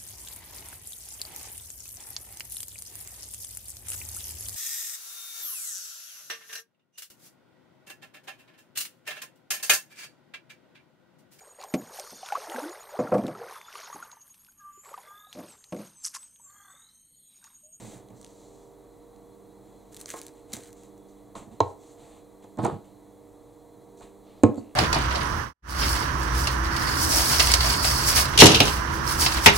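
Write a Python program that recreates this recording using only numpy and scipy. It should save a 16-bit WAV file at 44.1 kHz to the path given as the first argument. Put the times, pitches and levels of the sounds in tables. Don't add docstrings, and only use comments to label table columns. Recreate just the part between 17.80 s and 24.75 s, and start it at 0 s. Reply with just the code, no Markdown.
import sys
import numpy as np
from scipy import signal
from scipy.fft import rfft, irfft
from scipy.io import wavfile

SR = 44100
rng = np.random.default_rng(int(sys.argv[2]) if len(sys.argv) > 2 else 0)


def persist_wave(psi):
    counts = np.round(np.clip(psi, -1, 1) * 32767).astype(np.int16)
    wavfile.write(sys.argv[1], SR, np.atleast_2d(counts).T)


N = 306539

# (pitch [Hz], level [dB], time to fall 60 dB [s])
COUNTER_MODES = [(102.5, 0, 0.14), (125.5, -0.5, 0.071), (180, -20, 0.015), (221, -9, 0.11),
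                 (275, -26.5, 0.29), (298.6, 1, 0.028), (353, -6.5, 0.077), (460.6, -6, 0.11),
                 (486, -1, 0.037), (625, -3.5, 0.037), (719.5, -10.5, 0.099), (855, -7, 0.053),
                 (950, -13, 0.12), (1068.5, -8, 0.062), (1270, -10, 0.053), (1457, -8.5, 0.028),
                 (1860, -17.5, 0.038)]
ROOM_DB = -14


def amp(db):
    return 10 ** (np.asarray(db, float) / 20)


def rms_one(x):
    return x / np.sqrt(np.mean(x ** 2) + 1e-20)


def colour(x, points):
    points = np.array(points)
    hz = np.maximum(np.arange(4097) * SR / 8192, 1)
    db = np.interp(np.log(hz), np.log(points[:, 0]), points[:, 1])
    cepstrum = irfft(np.log(amp(db)))
    cepstrum[1:4096] *= 2
    kernel = irfft(np.exp(rfft(cepstrum[:4097], 8192)))
    return signal.oaconvolve(x, kernel[:3000])[:len(x)]


def drift(rate):
    knots = rng.standard_normal(int(N / SR * 40) + 2)
    return np.interp(np.arange(N) / SR * min(rate, 39), np.arange(len(knots)), knots)


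def ring(clicks, hz, t60):
    r = amp(-60 / (t60 * SR))
    w = 2 * np.pi * hz / SR
    return signal.lfilter([0, np.sin(w)], [1, -2 * r * np.cos(w), r * r], clicks + 1e-18)


def drive_db(mode_hz, contact_hz, below=3.3, above=3.16):
    octaves = np.log2(mode_hz / contact_hz)
    return -np.where(octaves > 0, above, below) * octaves ** 2


def burst(hz, t60, noise, width=0.85):
    hz = np.clip(hz, 500, 14000)
    band = signal.butter(1, [hz / 2 ** width, min(hz * 2 ** width, .45 * SR)], "band", fs=SR)
    rattle = 0.47 * noise * amp(-60 * np.arange(len(noise)) / SR / max(t60, .002))
    rattle[0] = 1
    x = signal.lfilter(*band, rattle)
    return x / np.abs(x).max()


def add(track, sound, s):
    i = round(s * SR)
    track[i:i + len(sound)] += sound[:N - i]


def strokes(table, rise, fall):
    start, length, db, *columns = np.transpose(table)
    t = np.arange(N)[:, None] / SR
    early = np.maximum(start - t, 0)
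    late = np.maximum(t - start - length, 0)
    levels = db - rise * early - fall * late
    loudest = levels.argmax(axis=1)
    return np.maximum(levels.max(axis=1), -99), *[c[loudest] for c in columns]


def soften(x, low_hz=85, high_hz=2500):
    return signal.sosfilt(signal.butter(2, [low_hz, high_hz], "band", fs=SR, output="sos"), x)


def air():
    # (pitch [Hz], relative level per Hz [dB])
    air_colour = [(20, -14.5), (40, 3.5), (70, -14.5), (110, 4.5), (175, -7), (300, 2), (450, -3),
                  (800, -5), (1100, -10), (1500, -22), (3000, -29), (6000, -28.5), (10000, -23.5),
                  (16500, -15)]
    return [amp(-56.5) * rms_one(colour(rng.standard_normal(N), air_colour)) for _ in range(2)]


def whines():
    # (pitch [Hz], width [Hz], rms level [dB])
    whine_lines = [(2007, 10, -90), (3400, 13, -85.5), (3894, 10, -90.5), (4030, 10, -96),
                   (4140, 11, -86.5), (3900, 300, -89)]
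    noise = rng.standard_normal(N)
    return sum(amp(db) * rms_one(ring(noise, hz, 2.2 / width)) for hz, width, db in whine_lines)


def motors():
    slow_motor_hz, fast_motor_hz = 39.31, 49.3
    # (multiple of the turning rate, middle rms level [dB])
    slow_orders = [(3, -82.5), (5, -70), (8, -66.5), (10, -66.5), (11, -68.5), (12, -60), (13, -74.5),
                   (14, -85), (16, -88), (20, -86), (24, -76)]
    # (multiple of the turning rate, middle rms level [dB])
    fast_orders = [(1, -70), (2, -73), (4, -69), (5, -95), (6, -62.5), (8, -69.5), (12, -73), (13, -76),
                   (14, -72), (15, -79.5), (23, -81)]
    t = np.arange(N) / SR
    lines = [(k * slow_motor_hz, db) for k, db in slow_orders]
    lines += [(k * fast_motor_hz, db) for k, db in fast_orders]
    hum = 0
    for hz, db in lines:
        level = np.sqrt(2) * amp(db + 1.92 * drift(2.895))
        hum = hum + level * np.exp(2j * np.pi * (hz * t + rng.random()))
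    return hum.real, hum.imag


def room(x):
    # (pitch [Hz], time to fall 60 dB [s])
    decay = np.array([(60, 0.33), (250, 0.45), (1000, 0.32), (3000, 0.25), (8000, 0.14), (16000, 0.11)])
    t = np.arange(int(.6 * SR)) / SR
    tail = 0
    for hz in 45 * 2.0 ** np.arange(9):
        band = signal.butter(2, [hz, min(2 * hz, .45 * SR)], "band", fs=SR, output="sos")
        t60 = np.interp(np.log(np.sqrt(2) * hz), np.log(decay[:, 0]), decay[:, 1])
        tail = tail + signal.sosfilt(band, rng.standard_normal(len(t))) * amp(-60 * t / t60)
    tail = signal.lfilter(*signal.butter(1, 450, "high", fs=SR), tail)
    tail = tail * np.clip((t - .003) / 0.002, 0, 1)
    return signal.oaconvolve(x, tail / np.sqrt(np.sum(tail ** 2)))[:N]


def ticking():
    # (start [s], end [s], click level [dB], pitch [Hz])
    start, end, db, hz = (6.812, 6.925, -57, 2700)
    period_s = .0165
    clicks = np.zeros(N)
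    clicks[(np.arange(start, end, period_s) * SR).astype(int)] = amp(db)
    return ring(clicks, hz, 0.0075)


def rub():
    # (start [s], length [s], hiss level [dB], lower part against the hiss [dB])
    rub_strokes = [(0, 0.14, -55, 1.5), (0.364, 0.17, -66.5, -7), (0.557, 0.28, -65, -6),
                   (1.86, .25, -73, 2.5), (2.551, 0.038, -66, 3), (2.698, 0.089, -61, 3),
                   (2.967, 0.085, -64.5, -0.5), (3.286, 0.0082, -68, -14), (3.365, .01, -71, 5),
                   (3.558, 0.023, -52, 3), (3.713, .02, -65, 4), (3.83, 0.071, -64.5, -1),
                   (4.0, 0.13, -65.5, -1), (4.197, 0.18, -63, 4), (4.626, 0.016, -63.5, 5),
                   (4.787, 0.011, -56.5, 9.5), (4.815, .01, -57, 5.5), (4.83, .01, -50, 2),
                   (4.838, 0.006, -46.5, 7.5), (5.045, 0.018, -67, 4), (6.174, 0.025, -67, -15),
                   (6.219, 0.014, -57.5, 5), (6.466, 0.13, -73, 12), (6.68, 0.088, -69, 5),
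                   (6.77, 0.014, -60, 1.5), (6.85, .1, -75, 8)]
    # (pitch [Hz], relative level per Hz [dB])
    hiss_colour = [(800, 11), (1500, -6), (3000, -0.5), (5000, 2), (7500, 5.5), (11000, -2.5), (16500, -12)]
    rise = 60 / np.array(rub_strokes)[:, 1]
    hiss_db, lower_db = strokes(rub_strokes, rise, 189)
    hiss = rms_one(colour(rng.standard_normal(N), hiss_colour))
    lower = signal.sosfilt(signal.butter(3, 4800, fs=SR, output="sos"), hiss)
    level = amp(hiss_db + 1.0 * drift(25.0) + 1.4 * drift(6.3))
    return level * (hiss - lower + amp(lower_db) * rms_one(lower))


def film():
    # (start [s], length [s], crackle level [dB])
    squeezes = [(0, 0.18, -58.5), (.345, 0.15, -72.5), (2.12, 0.069, -59.5), (2.185, .015, -51.5),
                (2.2, 0.016, -45.5), (2.262, .02, -49), (2.285, 0.022, -40.5), (2.325, 0.012, -47),
                (2.36, 0.021, -46), (2.42, .02, -54), (2.47, 0.022, -60.5), (2.719, .008, -54),
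                (2.732, 0.011, -39.5), (2.775, .11, -53.5)]
    # (pitch [Hz], gain [dB])
    film_colour = [(500, -61), (1200, 4), (2500, 3), (4500, 4), (8000, 12), (12000, 11.5), (16500, 17.5)]
    creases_per_s = 2000
    level_db, = strokes(squeezes, 3000, 330)
    sizes = amp(2.7 * np.minimum(rng.exponential(1, N), 4)) * rng.choice([-1, 1], N)
    creases = sizes * (rng.random(N) < creases_per_s * amp(4.0 * drift(38.0)) / SR)
    dealt = rng.integers(0, 12, N)
    crackle = 0
    for k, hz in enumerate(np.geomspace(1500, 14000, 12)):
        rattle = burst(hz, .004, rng.standard_normal(300))
        crackle = crackle + signal.oaconvolve(creases * (dealt == k), rattle)[:N]
    return amp(level_db) * rms_one(colour(crackle, film_colour))


def snaps():
    # (time [s], peak level [dB], centre pitch [Hz])
    snap_times = [(0.2867, -48.5, 8150), (0.3035, -56, 8800), (0.414, -37.5, 7740), (0.4292, -42, 7390),
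                  (0.446, -35, 5900), (0.4645, -41.5, 6600), (0.4744, -48, 7450), (1.362, -53, 3500),
                  (2.127, -48, 8200), (2.1454, -32, 8000), (2.1661, -31, 7800), (2.1712, -31, 8600),
                  (2.1939, -39, 8000), (2.2127, -25, 7100), (2.2587, -27, 4100), (2.282, -34.5, 6480),
                  (2.291, -33, 5000), (2.303, -23, 6160), (2.3114, -41, 6000), (2.3224, -39, 7940),
                  (2.3395, -40, 7810), (2.3906, -33, 7500), (2.401, -36, 8000), (2.4155, -22, 9400),
                  (2.422, -45, 5000), (2.452, -48, 7200), (2.4662, -28, 8700), (2.4822, -37, 7770),
                  (2.538, -48, 9360), (2.7217, -39.5, 3800), (2.7326, -16.5, 8950), (2.736, -17.5, 8500),
                  (2.745, -35, 7300), (2.7674, -28, 7530), (2.836, -40, 6060), (2.8704, -49, 7530),
                  (2.9294, -32.5, 6600), (3.035, -39.5, 8100), (3.1788, -49, 8140), (3.8809, -48, 7660),
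                  (4.035, -52, 3400), (4.6417, -52, 7780), (4.773, -43, 7610), (4.8477, -24.5, 8100),
                  (5.736, -62, 3890), (6.745, -48, 6500), (6.7577, -42, 7600)]
    out = np.zeros(N)
    for (s, db, hz), noise in zip(snap_times, rng.standard_normal((len(snap_times), 2000))):
        add(out, amp(db) * burst(hz, .0055, noise), s)
    return out


def squeak():
    # (start [s], end [s], first resonance [Hz], second resonance [Hz])
    start, end, *resonances_hz = (6.768, 6.798, 4500, 7200)
    t = np.arange(N) / SR
    slip = rng.standard_normal(N) * np.clip(np.minimum(t - start, end - t) / 0.0034, 0, 1)
    return amp(-77.5) * sum(ring(slip, hz, .016) for hz in resonances_hz)


def drag():
    # (start [s], length [s], level [dB], pitch that the contact drives best [Hz])
    drag_strokes = [(0, .05, -53.5, 238), (.09, .09, -58, 300), (.305, 0.056, -56, 248),
                    (2.341, 0.021, -48.5, 810), (3.556, .004, -45, 814), (3.61, 0.11, -52, 220),
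                    (4.775, .008, -42, 348), (4.79, 0.038, -35, 342), (4.828, 0.028, -31, 338),
                    (4.86, 0.038, -37, 550), (4.915, .02, -42, 300), (6.208, 0.0032, -51, 900)]
    level_db, contact_hz = strokes(drag_strokes, 4000, 400)
    at = np.flatnonzero(rng.random(N) < .03)
    sizes = amp(level_db[at]) * rng.standard_normal(len(at))
    body = 0
    for k, (hz, db, t60) in enumerate(COUNTER_MODES):
        contacts = np.zeros(N)
        contacts[at] = sizes * amp(db + drive_db(hz, contact_hz[at]))
        body = body + (-1) ** k * ring(contacts, hz, 0.58 * t60)
    return soften(body)


def blows(table, modes, crack_hz):
    ring_db, clack_db = -4.5, -5.5
    thud_cycles = 19.4
    s, peak_db, contact_hz = np.transpose(table)[:3]
    at = np.round(s * SR).astype(int)
    body, cracks = np.zeros(N), np.zeros(N)
    spread_db = 1.5 * rng.standard_normal((len(s), len(modes)))
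    for k, (hz, db, t60) in enumerate(modes):
        clicks = np.zeros(N)
        clicks[at] = amp(peak_db + ring_db + db + drive_db(hz, contact_hz) + spread_db[:, k])
        body += (-1) ** k * ring(clicks, hz, t60)
    click = np.eye(1, 6000)[0]
    for (s, db, hz, crack_db, thud_db), noise in zip(table, rng.standard_normal((len(s), 2000))):
        crack = burst(crack_hz, 0.011, noise, width=0.2)
        clack = burst(2090, 0.036, noise[::-1], width=0.26)
        thud = ring(click, hz, thud_cycles / hz)
        add(cracks, amp(db + crack_db) * crack, s)
        add(cracks, amp(db + crack_db + clack_db) * clack, s)
        add(body, amp(db + thud_db) * thud, s)
    return soften(body) + signal.lfilter(*signal.butter(2, 10500, fs=SR), cracks)


def bowl():
    # (pitch [Hz], level [dB], time to fall 60 dB [s])
    bowl_modes = [(93.5, 10.5, 0.26), (114, 8.5, 0.18), (294, -9, 0.14), (349, -6.5, 0.085),
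                  (443, 1.5, 0.058), (460, -32, 0.26), (477, -12.5, 0.11), (658, -5.5, 0.052),
                  (719, -13, 0.13), (820, -16, 0.18), (892, -34, 0.067), (918, 2.5, 0.034),
                  (1055, 1, 0.044), (1320, -6, 0.022)]
    # (time [s], blow level [dB], pitch driven best [Hz], crack against the blow [dB], thud against the blow [dB])
    bowl_blows = [(3.553, -34.5, 970, -5.5, -1), (3.628, -46, 600, -13, -20), (3.804, -9, 600, -15, -34)]
    return blows(bowl_blows, bowl_modes, 4460)


def counter():
    # (time [s], blow level [dB], pitch driven best [Hz], crack against the blow [dB], thud against the blow [dB])
    counter_blows = [(0.029, -47, 221, -22, -18), (0.076, -46, 213, -20, 5), (0.303, -41, 297, -13, -7),
                     (2.338, -28, 714, -9, -18), (2.734, -33, 222, -20, -0.5), (2.766, -32.5, 275, -22, -6),
                     (2.788, -45, 403, -22, -1), (4.643, -41.5, 460, -13, -3), (4.787, -18, 309, -28.5, 0),
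                     (4.792, -22.5, 723, -36, -2.5), (4.85, -20, 980, -10, 0.5), (4.855, -18, 806, -20, 4),
                     (4.865, -22, 806, -13, -1), (4.879, -26.5, 378, -21, 5), (4.925, -30, 149, -27, 2.5),
                     (4.944, -29.5, 190, -30, -5), (6.208, -46, 700, -4, -8), (6.635, 0, 297.5, -18, 0.5),
                     (6.653, -19, 333, -35, 5.5), (6.687, -17, 222, -43, -2.5), (6.778, -25.5, 285, -32, 4)]
    return blows(counter_blows, COUNTER_MODES, 7900)


def scene():
    # (pitch [Hz], gain [dB])
    background_width = [(60, -14), (200, -2.5), (400, -6), (800, -7.5), (1600, -15), (3000, -39),
                        (5500, -53), (8000, -7), (12000, -2)]
    # (pitch [Hz], gain [dB])
    near_width = [(60, -14), (300, -4), (700, -7.5), (1500, -13.5), (4000, -39), (8000, -16), (12000, -1)]
    near = ticking() + rub() + film() + snaps() + squeak() + drag() + bowl() + counter()
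    hum_mid, hum_side = motors()
    air_mid, air_side = air()
    scatter = rng.standard_normal(600) * amp(-60 * np.arange(600) / SR / 0.01)
    scatter = signal.lfilter(*signal.butter(1, 700, "high", fs=SR), scatter)
    scattered = signal.oaconvolve(near, scatter / np.sqrt(np.sum(scatter ** 2)))[:N]
    mid = near + amp(ROOM_DB) * room(near) + hum_mid + whines() + air_mid
    near_side = amp(3.0) * scattered + amp(ROOM_DB + 1.5) * room(near)
    background_side = amp(-4.0) * hum_side + air_side
    side = colour(near_side, near_width) + colour(background_side, background_width)
    return np.array([mid + side, mid - side])


def record(dry):
    # (pitch [Hz], gain [dB])
    housing = [(1500, 1), (2050, 4), (2800, -1.5), (4100, 4.5), (5200, -4), (6200, 4), (7800, 4),
               (9500, -0.5), (12000, -6.5), (16000, -14)]
    # (pitch [Hz], left minus right [dB])
    balance = [(60, 0), (180, -5), (550, 0), (1650, 0.0), (4970, -0.5), (15000, -1)]
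    half = np.array(balance) * [1, .5]
    left = colour(colour(dry[0], housing), half)
    right = colour(colour(dry[1], housing), half * [1, -1])
    ports = np.array([left, right])
    rounded = ports / (1 + np.abs(ports) ** 4) ** .25
    return signal.sosfilt(signal.cheby2(14, 70, 16700, fs=SR, output="sos"), rounded)


dry = scene()
out = record(dry)
persist_wave(out)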